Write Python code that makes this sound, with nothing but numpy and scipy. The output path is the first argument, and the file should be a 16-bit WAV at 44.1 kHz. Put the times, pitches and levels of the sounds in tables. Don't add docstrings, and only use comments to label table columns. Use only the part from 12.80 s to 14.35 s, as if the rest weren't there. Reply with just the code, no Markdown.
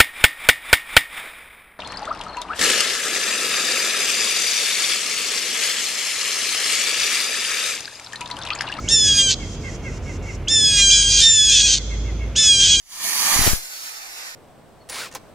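import sys
import numpy as np
from scipy import signal
from scipy.fft import rfft, irfft, next_fast_len
from scipy.io import wavfile
from scipy.ndimage import uniform_filter1d, map_coordinates

SR = 44100
rng = np.random.default_rng(int(sys.argv[2]) if len(sys.argv) > 2 else 0)


def bounce(signal):
    frames = np.transpose(np.atleast_2d(signal))
    limited = np.clip(frames, -1, 1)
    pcm = np.round(limited * 32767).astype(np.int16)
    wavfile.write(sys.argv[1], SR, pcm)


N = 68355

# [t/s, level/dB]
JET_GAIN = [(0, -54), (.045, -53), (.1, -40.5), (.125, -34.5), (.18, -31), (.265, -20.5), (.35, -20.5),
            (.42, -18.5), (.54, -15.5), (.635, -17), (.672, -15), (.73, -22), (.8, -33), (.88, -35.5),
            (1.07, -33.5), (1.26, -36.5), (1.4, -34.5), (1.55, -36.5)]
# [t/s, level/dB]
ROAR_GAIN = [(0, -2.5), (.11, -6), (.2, -0.5), (.3, -1.5), (.42, -1.5), (.54, 2), (.68, 0.5), (.82, -3.5),
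             (1.1, -0.5), (1.5, 0.5)]
# [t/s, level/dB]
BASS_GAIN = [(0, 13.5), (.15, 0.5), (.33, 2), (.47, -1), (.7, 4.5), (.82, 3.5), (.92, -3.5), (1.08, -5.5),
             (1.22, 2), (1.55, -0.5)]
# [t/s, level/dB]
TREBLE_GAIN = [(0, -6.5), (.25, 0.5), (.52, -.5), (.68, 4.5), (.8, 5.5), (1.1, 3), (1.55, -1)]
BASS_EDGE_HZ, ROAR_EDGE_HZ, TREBLE_EDGE_HZ = 540, 3130, 9400

# [f/Hz, left level/dB, right level/dB]
GROUND_COLOUR = [(40, -22, -32.5), (270, -15, -15.5), (486, -23.5, -24.5), (934, -8, -7.5),
                 (1192, -14, -3.5), (1516, -19.5, -16.5), (1774, -6.5, -2.5), (2020, -10.5, -5.5),
                 (2403, -12, -2), (2545, -11, -13.5), (3150, -7.5, -6.5), (3750, -7.5, -14),
                 (4830, -7, -2.5), (5500, -8.5, -16), (5694, -8, 1.5), (5850, -3, -3), (6650, -15, -2),
                 (6840, -3, -2.5), (7650, -13, -13), (9100, -9.5, -10), (11050, -19.5, -2),
                 (11640, -17, -12), (12600, -14, -8), (13500, -17, -11.5), (14700, -18, -11.5)]
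# [f/Hz, left level/dB, right level/dB]
OVERHEAD_COLOUR = [(40, -39, -31), (131, -19, -23.5), (420, -14, -13.5), (690, -8, -2.5), (1000, -7.5, -8),
                   (1320, -6.5, 1.5), (1930, -6.5, 0), (2410, -3, 1), (2880, -4.5, -6.5),
                   (3260, -6.5, -5.5), (4400, -4, -2), (5150, -3, 0.5), (7140, -4.5, -3.5),
                   (7930, -6.5, -15), (9400, -9, -8), (10400, -12.5, -8), (12400, -13.5, -10.5),
                   (15200, -15.5, -14)]
LIFT_S, LIFT_LENGTH_S = 0.68, 0.25

# [t/s, lag/ms]
PORT_LAG = [(0, 0.031), (.35, .06), (.6, 0.032), (.8, -0.21), (.97, -0.28), (1.15, -0.28), (1.4, -0.21),
            (1.55, -0.23)]
# [f/Hz, fraction/1]
PORT_LIKENESS = [(200, 0.66), (1300, 0.79), (2200, 0.39), (3300, 0.69), (6500, 0.53), (14000, 0.1)]
# [f/Hz, phase/rad]
PORT_PHASE_LEAD = [(500, -0.6), (1400, 0.66), (2200, 0), (3200, -1.5), (5200, -1.16), (7000, 0.12),
                   (9000, 3), (11000, 3.5)]
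# [t/s, level/dB]
PORT_DRIFT = [(0, 0), (.15, 2), (.3, -1.5), (.6, -.5), (.72, 0), (.83, 1.5), (1.05, -.5), (1.55, .5)]

FLUTTER_DB, FLUTTER_RATE_HZ, SPUTTER_DB, SPUTTER_RATE_HZ = 0.78, 45, 0.52, 500
PATCHY_DB = 2.02
WALLS_DB, WALLS_S = -8, 0.03

# [f/Hz, level/dB]
AIR_COLOUR = [(25, 10.5), (100, -11.5), (500, -18), (4000, -17), (15000, -36)]
AIR_DB = -63

# [f/Hz, level/dB]
EDDY_COLOUR = [(20, 6), (80, -24), (250, -19), (700, -38), (3000, -63)]
EDDY_DB, EDDY_PAN_DB = -24, 7
EDDY_S, EDDY_WIDTH_S = 0.655, 0.058

# [t/s, peak level/dB, decay/s, place/1: -1 left, 1 right, beyond these the far port is inverted]
AIR_PUFFS = [(.562, -14.5, .004, 1), (.592, -7, 0.0089, -1), (.613, -10, 0.012, -.98),
             (.666, -10.5, 0.0032, -0.77), (.672, -11, 0.0044, -1), (.677, -3.5, 0.0027, -1.3),
             (.678, -9.5, 0.0042, 0.42), (.715, -19, .003, -0.32), (0.733, -7, 0.0048, -1.05)]
PUFF_RISE_S, PORT_LOW_HZ = 0.00078, 4.7

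# [f/Hz, level/dB]
WHOOSH_COLOUR = [(100, -22), (450, 0), (1500, -4), (4000, -7.5), (15000, -35)]
WHOOSH_S, WHOOSH_WIDTH_S, WHOOSH_DB = 0.670, 0.0053, -18.5

TOP_HZ = 15600


def amp(db):
    return 10 ** (np.asarray(db) / 20)


def unit(x):
    return x / np.sqrt(np.mean(x ** 2) + 1e-20)


def along(points, hz):
    f, *columns = np.transpose(points)
    return np.array([np.interp(np.log(hz + 1), np.log(f + 1), c) for c in columns])


def seconds():
    return np.arange(N) / SR


def curve(points):
    return np.interp(seconds(), *np.transpose(points))


def wobble(rate_hz):
    return map_coordinates(rng.standard_normal(N), [seconds() * rate_hz])


def swell(middle_s, width_s):
    return np.exp(-((seconds() - middle_s) / width_s) ** 2 / 2)


def filtered(x, response):
    m = next_fast_len(N + SR // 2)
    hz = np.fft.rfftfreq(m, 1 / SR)
    return irfft(rfft(x, m) * response(hz), m)[..., :N]


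def coloured(x, spectrum):
    return unit(filtered(x, lambda hz: amp(along(spectrum, hz))))


def below(x, edge_hz):
    return filtered(x, lambda hz: 1 / (1 + (hz / edge_hz) ** 6))


def turbulence():
    source = rng.standard_normal(N)
    lag = curve(PORT_LAG) * SR / 1000
    left_right_times = [np.arange(N) + side * lag / 2 for side in (-1, 1)]
    direct = np.array([map_coordinates(source, [t], order=5, mode="mirror") for t in left_right_times])

    def share(hz):
        return np.clip(along(PORT_LIKENESS, hz), 0, 1)

    def turn(hz):
        return np.exp(np.array([[1j], [-1j]]) * along(PORT_PHASE_LEAD, hz) / 2)

    direct = filtered(direct, lambda hz: np.sqrt(share(hz)) * turn(hz))
    scattered = filtered(rng.standard_normal((2, N)), lambda hz: np.sqrt(1 - share(hz)))
    return direct + scattered


def walls(x, count=10):
    echoes = np.zeros((2, SR // 4))
    for port in echoes:
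        delays = np.clip(rng.random(count) * WALLS_S, 0, 1 / 5)
        strengths = amp(WALLS_DB) * rng.choice([-1, 1], count) / np.sqrt(count)
        port[(delays * SR).astype(int)] = strengths
    return x + signal.fftconvolve(x, echoes, axes=1)[:, :N]


def swirled(x):
    z = signal.stft(x, nperseg=1024)[2]
    field = rng.standard_normal(z.shape[1:])
    field = uniform_filter1d(field, size=4, axis=0)
    field = uniform_filter1d(field, size=9, axis=1)
    return signal.istft(z * amp(PATCHY_DB * unit(field)), nperseg=1024)[1][:, :N]


def jet():
    burn_db = FLUTTER_DB * wobble(FLUTTER_RATE_HZ) + SPUTTER_DB * wobble(SPUTTER_RATE_HZ)
    raw = swirled(walls(turbulence() * amp(burn_db)))

    overhead = 0.5 + 0.5 * np.tanh(2 * (seconds() - LIFT_S) / LIFT_LENGTH_S)
    hiss = (1 - overhead) * coloured(raw, GROUND_COLOUR) + overhead * coloured(raw, OVERHEAD_COLOUR)

    bass = below(hiss, BASS_EDGE_HZ)
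    lower = below(hiss, ROAR_EDGE_HZ)
    body = below(hiss, TREBLE_EDGE_HZ)
    roar = lower - bass + amp(curve(BASS_GAIN)) * bass
    middle = body - lower
    treble = hiss - body
    balanced = amp(curve(ROAR_GAIN)) * roar + middle + amp(curve(TREBLE_GAIN)) * treble

    drift_db = np.outer([1, -1], curve(PORT_DRIFT)) / 2
    return amp(curve(JET_GAIN) + drift_db) * balanced


def night_air():
    return amp(AIR_DB) * coloured(rng.standard_normal((2, N)), AIR_COLOUR)


def eddies():
    noise = coloured(rng.standard_normal((2, N)), EDDY_COLOUR)
    port_db = EDDY_DB + EDDY_PAN_DB * np.array([[1], [-1]])
    return swell(EDDY_S, EDDY_WIDTH_S) * amp(port_db) * noise


def puffs():
    t, pressure = seconds(), np.zeros((2, N))
    for k, (start_s, peak_db, decay_s, place) in enumerate(AIR_PUFFS):
        age = np.maximum(t - start_s, 0)
        push = (1 - np.exp(-(age / PUFF_RISE_S) ** 2)) * np.exp(-age / decay_s)
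        panned = np.outer([1 - place, 1 + place], push / push.max()) / 2
        pressure -= (-1) ** k * amp(peak_db) * panned
    return pressure


def whoosh():
    noise = coloured(rng.standard_normal((2, N)), WHOOSH_COLOUR)
    return swell(WHOOSH_S, WHOOSH_WIDTH_S) * amp(WHOOSH_DB) * noise


def blast():
    pressure = eddies() + puffs() + whoosh()
    return filtered(pressure, lambda hz: 1j * hz / (PORT_LOW_HZ + 1j * hz))


def scene():
    return jet() + night_air() + blast()


def record(dry):
    return filtered(dry, lambda hz: hz < TOP_HZ)


dry = scene()
out = record(dry)
bounce(out)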